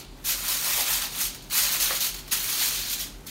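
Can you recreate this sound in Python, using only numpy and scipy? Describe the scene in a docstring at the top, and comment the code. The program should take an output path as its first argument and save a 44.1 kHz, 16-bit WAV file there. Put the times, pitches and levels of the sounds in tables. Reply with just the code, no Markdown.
"""Aluminium foil is pressed and crimped over a baking pan in a kitchen, in several handfuls. Its creases are
thousands of random clicks a second, filtered into bands; folds buckle in dying runs of snaps and the sheet
flexes with a hollow rustle. A knock with two quick further contacts rings the pan's damped modes. Noise echoes
give the hard room; air noise, a low rumble and a faint hum lie underneath. One microphone."""
import sys
import numpy as np
from scipy import signal
from scipy.fft import rfft, irfft, next_fast_len
from scipy.io import wavfile

SR = 44100
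rng = np.random.default_rng(int(sys.argv[2]) if len(sys.argv) > 2 else 0)


def digitize_waveform(pressure):
    """Quantize a signal to 16-bit integers and store it at the path in sys.argv[1].

    Rows of a 2-D input are taken as channels; values are limited to [-1, 1].
    """
    field = np.atleast_2d(pressure).T
    bounded = np.clip(field, -1, 1)
    quanta = np.round(bounded * 32767).astype(np.int16)
    wavfile.write(sys.argv[1], SR, quanta)


N = 145530
T = np.arange(N) / SR  # time [s]

# Presses of the hands, levels before the register trims:
# (time [s], treble level [dB], upper middle level [dB], lower middle level [dB])
SETTLE = [(0.0, -44.5, -45.5, -47.5), (0.07, -74, -56.5, -68), (0.235, -57, -60, -53)]
FIRST_PRESS = [(0.254, -30, -37, -45.5), (0.286, -25, -31.5, -39.5), (0.331, -28.5, -33.5, -40.5),
               (0.364, -35.5, -42.5, -44), (0.47, -33, -36.5, -42), (0.499, -26.5, -34.5, -38.5),
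               (0.549, -28.5, -34.5, -39.5), (0.6, -32.5, -38.5, -45)]
LONG_CRIMP = [(0.649, -28.0, -34, -37), (0.81, -26.5, -33, -37.5), (0.85, -34, -37.0, -42.5),
              (0.885, -26.5, -34.5, -35), (0.955, -26, -30.5, -38.5), (0.996, -36.5, -41, -42.5),
              (1.045, -31.5, -32, -38.5), (1.09, -45.5, -49, -57)]
LET_GO = [(1.151, -37, -40, -41.5), (1.215, -25.5, -33.0, -41.5), (1.26, -30.5, -36.5, -53),
          (1.3, -44, -48, -53), (1.401, -61, -51, -73), (1.496, -54.5, -58, -59)]
STRETCH = [(1.515, -31.5, -33, -40), (1.569, -22.5, -30, -36), (1.64, -25.5, -29, -37.5),
           (1.7, -30.5, -33.5, -41), (1.745, -26.0, -30.5, -35), (1.789, -37.5, -41, -47.0),
           (1.809, -22.5, -28.5, -39.0), (1.9, -31, -33.5, -35.5), (1.96, -30, -32.5, -45),
           (1.99, -42, -38, -56)]
TUCK = [(2.021, -26.0, -28.5, -41.5), (2.09, -31.5, -37, -45.5), (2.12, -47.0, -49, -62),
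        (2.19, -42, -44.5, -50), (2.235, -60.0, -57, -62), (2.306, -54, -47, -59.0)]
NEW_GRIP = [(2.312, -35, -37, -44), (2.327, -21, -27.5, -33), (2.353, -30, -34.5, -42),
            (2.385, -33.5, -37.5, -46.5), (2.455, -32, -37.5, -41.5), (2.5, -30, -32, -42.0),
            (2.57, -30.5, -34.5, -43.0), (2.595, -27.5, -28, -37.5), (2.68, -25.5, -32.0, -42)]
SMOOTH_RIM = [(2.71, -34, -37, -41), (2.79, -32, -31, -47), (2.855, -38, -38, -45.5),
              (2.931, -29, -32, -47.5), (2.974, -43.5, -47, -53), (3.009, -29.5, -32.5, -46.5),
              (3.061, -46.5, -46, -58), (3.14, -60.5, -62, -58), (3.258, -62, -65, -56),
              (3.27, -39, -42, -59), (3.3, -48, -43, -53)]
# Registers, low to high, and how far the whole foil sound exceeds each: (centre [Hz], trim [dB])
REGISTERS = [(1200, 12.5), (3900, 7), (7500, 4)]
# Relative spectrum of the foil: (frequency [Hz], density [dB per Hz])
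FOIL_SPECTRUM = [(290, -14), (500, -16), (561, -8.5), (759, -10), (877, -7), (915, -14.5), (998, -5),
                 (2020, -4), (4460, 0), (5000, -3), (6670, -1), (7710, -5.5), (9560, -3), (10400, -6.5),
                 (12400, -1), (15600, -3)]
FOIL_LOW_HZ = 386
SNAPS_PER_S, USUAL_DB = 11000, -27  # the snap rate when the treble column is at its usual level
RATE_FOLLOWS = .45  # share of the treble's swing in dB that the snap rate takes
SNAP_SPREAD_DB = 2
CLUMP_DB, CLUMP_RATE_HZ = 1, 57
# Single folds that buckle, before the foil spectrum: (time [s], level [dB])
BUCKLES = [(0.481, -20.5), (0.806, -22), (.877, -20.5), (1.017, -23.5), (1.207, -24.5), (1.25, -26),
           (1.346, -32), (1.421, -41.5), (1.498, -34), (1.578, -22), (1.802, -24), (1.969, -23),
           (2.005, -21.5), (2.142, -28), (2.278, -36), (3.266, -36)]
BUCKLE_DECAY_S, BUCKLE_SNAPS_PER_S = 0.0092, 9000
# Flexing of the whole sheet: (middle [s], half length [s], level [dB])
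FLEXES = [(.668, 0.027, -42.5), (.785, .022, -35.5), (0.904, 0.017, -44), (1.046, 0.016, -48),
          (2.62, 0.008, -43)]
FLEX_BAND_HZ, FLEX_SNAPS_PER_S = (597, 980), 900
# Knock on the pan, a first strike and two quick further contacts, as strike strength: (time [s], level [dB])
KNOCKS = [(1.9074, -13.5), (1.9109, -25), (1.9163, -27)]
# Modes of the pan: (frequency [Hz], gain [dB], 60 dB decay time [s])
PAN_MODES = [(566, -14, 0.041), (740, -17, 0.11), (1150, -6, 0.01), (1340, -11.5, 0.018),
             (1740, -4.5, 0.011), (1900, -10, 0.019)]
PAN_BAND_HZ = (444, 2270)
# Reverberation time of the kitchen: (frequency [Hz], 60 dB decay time [s])
ROOM_T60 = [(500, 0.38), (4000, 0.41), (9000, 0.31), (15000, 0.14)]
# Tail and early reflections, relative to the direct sound
FOIL_TAIL_DB, FOIL_EARLY_DB = -2.5, -1
PAN_TAIL_DB, PAN_EARLY_DB = -7, -4
EARLY_DECAY_S, TAIL_RISE_S, HOP_S = 0.0051, .006, .003
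# Relative spectrum of the room tone: (frequency [Hz], density [dB per Hz])
AIR_SPECTRUM = [(50, -19), (90, -6.5), (140, -4), (280, -2.5), (400, -10.5), (500, -11.5), (900, -13),
                (1300, -21.5), (4000, -28), (8000, -28), (15000, -36)]
AIR_DB = -49.5
RUMBLE_HZ, RUMBLE_WIDTH_HZ, RUMBLE_DB = 42.8, 8.4, -48.5
# Partials of the hum: (frequency [Hz], rms level [dB])
HUM = [(74, -62), (119, -71), (139.5, -57.5), (184.5, -67), (385, -61)]
HUM_WAVER_RAD = 1.1
CUTOFF_HZ = 15720


def from_db(db):
    """Level law: twenty decibels are a factor of ten in amplitude."""
    return 10 ** (np.asarray(db) / 20)


def rms_one(x):
    """Normalisation: scale to unit root-mean-square."""
    return x / np.sqrt(np.mean(x ** 2) + 1e-20)


def at_hz(points, hz):
    """Interpolation on a logarithmic frequency axis."""
    f, v = np.transpose(points)
    return np.interp(np.log(np.maximum(hz, 1)), np.log(f), v)


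def butter(x, hz, kind, order=2):
    """Linear filtering with a Butterworth response."""
    edges = np.clip(hz, 10, SR / 2 - 100)
    sos = signal.butter(order, edges, kind, fs=SR, output="sos")
    return signal.sosfilt(sos, x + 1e-18)


def colour(x, spectrum):
    """Spectral shaping: multiply the Fourier transform by a smooth gain curve."""
    size = next_fast_len(N + N // 10)
    gain = from_db(at_hz(spectrum, np.fft.rfftfreq(size, 1 / SR)))
    return irfft(rfft(x, size) * gain, size)[:N]


def drift(rate_hz):
    """Random modulation: low-passed noise of unit rms, taken after the filter has settled."""
    return rms_one(butter(rng.standard_normal(N + SR), rate_hz, "low")[SR:])


def bands(count=14):
    """Band analysis: edges of the geometric bands shared by foil and room."""
    edges = np.geomspace(250, 17500, count + 1)
    return list(zip(edges, edges[1:]))


def snaps(per_s):
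    """Random impulse process: many small clicks, a few large; mean power 1 whatever the rate."""
    chance = np.clip(per_s / SR, 1e-5, 1)
    sizes = rms_one(from_db(SNAP_SPREAD_DB * np.minimum(rng.exponential(1, N), 4.5)))
    return sizes * (rng.random(N) < chance) / np.sqrt(chance)


def foil_ring(clicks, level_at):
    """Impulse excitation: each snap has its own random strength in every band of the foil."""
    out = 0
    for low, high in bands():
        struck = butter(clicks * rng.standard_normal(N), [low, high], "band")
        out = out + level_at(np.sqrt(low * high)) * struck
    gains = from_db(at_hz(FOIL_SPECTRUM, np.linspace(0, CUTOFF_HZ)))
    usual_gain = np.sqrt(np.mean(gains ** 2))
    return butter(colour(out, FOIL_SPECTRUM), FOIL_LOW_HZ, "high") / usual_gain


def crinkle():
    """Crackling noise: creases snap in clumps, faster and louder as the hands press harder."""
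    presses = np.vstack([SETTLE, FIRST_PRESS, LONG_CRIMP, LET_GO, STRETCH, TUCK, NEW_GRIP, SMOOTH_RIM])
    s, *columns = presses.T
    treble, upper, lower = [np.interp(T, s, column) for column in columns]
    centres, trims = np.transpose(REGISTERS)
    levels = np.array([lower, upper, treble]) + trims[:, None]
    rate = SNAPS_PER_S * from_db(RATE_FOLLOWS * (treble - USUAL_DB))
    clicks = snaps(rate)
    clumps = rms_one(from_db(CLUMP_DB * drift(CLUMP_RATE_HZ)))

    def level_at(hz):
        """Interpolation: blend the levels of the registers next to this frequency."""
        shares = np.array([np.interp(np.log(hz), np.log(centres), row) for row in np.eye(len(centres))])
        return from_db(shares @ levels)
    return foil_ring(clicks * clumps, level_at)


def buckles():
    """Buckling instability: a fold gives way in an exponentially dying run of snaps."""
    force = 0
    for s, db in BUCKLES:
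        force = force + from_db(db) * (T >= s) * np.exp(-np.abs(T - s) / BUCKLE_DECAY_S)
    return foil_ring(force * snaps(BUCKLE_SNAPS_PER_S), lambda hz: 1)


def flexes():
    """Snap-through of large facets: band-passed clicks swell and fade as a brief hollow rustle."""
    force = sum(from_db(db) * np.exp(-((T - s) / half_s) ** 2) for s, half_s, db in FLEXES)
    return force * rms_one(butter(snaps(FLEX_SNAPS_PER_S), FLEX_BAND_HZ, "band"))


def pan():
    """Modal synthesis: short knocks excite damped two-pole resonances of the pan."""
    clicks, out = np.zeros(N), 0
    for s, db in KNOCKS:
        clicks[int(s * SR)] = from_db(db)
    for hz, db, t60 in PAN_MODES:
        radius = from_db(-60 / (t60 * SR))  # decay per sample
        angle = 2 * np.pi * hz / SR
        poles = [1, -2 * radius * np.cos(angle), radius * radius]
        out = out + from_db(db) * signal.lfilter([0, np.sin(angle)], poles, clicks + 1e-18)
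    return out


def kitchen(x, tail_db, early_db, count=24):
    """Reverberation: sound hops between places, each with early reflections and a tail decaying by band."""
    t = T[:SR // 3]
    white = rng.standard_normal((2, count, len(t)))
    tail = 0
    for k, edges in enumerate(bands()):
        t60 = at_hz(ROOM_T60, np.sqrt(np.prod(edges)))
        # neighbouring bands draw on different noise
        tail = tail + butter(white[k % 2], edges, "band") * from_db(-60 * t / t60)
    tail = tail * np.minimum(t / TAIL_RISE_S, 1)
    early = rng.standard_normal(tail.shape) * np.exp(-t / EARLY_DECAY_S)
    echoes = from_db(tail_db) * rms_one(tail) + from_db(early_db) * rms_one(early)
    echoes = echoes / np.sqrt(len(t))

    hops = np.arange(0, N / SR, HOP_S)
    place = rng.integers(0, count, len(hops))
    wet = 0
    for k, echo in enumerate(echoes):
        share = np.sqrt(np.interp(T, hops, place == k))  # equal-power crossfade
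        wet = wet + signal.fftconvolve(x * share, echo)[:N]
    return (x + wet) / np.sqrt(1 + from_db(tail_db) ** 2 + from_db(early_db) ** 2)


def room_tone():
    """Stationary background: dull air noise, narrow-band rumble and phase-modulated hum partials."""
    air = rms_one(butter(colour(rng.standard_normal(N), AIR_SPECTRUM), 47, "high", order=4))
    rumble_band = [RUMBLE_HZ - RUMBLE_WIDTH_HZ / 2, RUMBLE_HZ + RUMBLE_WIDTH_HZ / 2]
    rumble = rms_one(butter(rng.standard_normal(N + SR), rumble_band, "band")[SR:])
    hum = 0
    for hz, db in HUM:
        phase = 2 * np.pi * hz * T + HUM_WAVER_RAD * drift(4)
        hum = hum + from_db(db) * np.sqrt(2) * np.sin(phase)
    return from_db(AIR_DB) * air + from_db(RUMBLE_DB) * rumble + hum


def scene():
    """Superposition: foil and pan in the kitchen over the room tone, the same in both channels."""
    foil = kitchen(crinkle() + buckles() + flexes(), FOIL_TAIL_DB, FOIL_EARLY_DB)
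    knock = kitchen(pan(), PAN_TAIL_DB, PAN_EARLY_DB, count=3)
    knock = butter(knock, PAN_BAND_HZ, "band", order=3)
    mono = foil + knock + room_tone()
    return np.array([mono, mono])


def record(dry):
    """Band limitation: a steep elliptic low-pass cuts the top."""
    sos = signal.ellip(12, .1, 80, CUTOFF_HZ, fs=SR, output="sos")
    return signal.sosfilt(sos, dry)


dry = scene()
out = record(dry)
digitize_waveform(out)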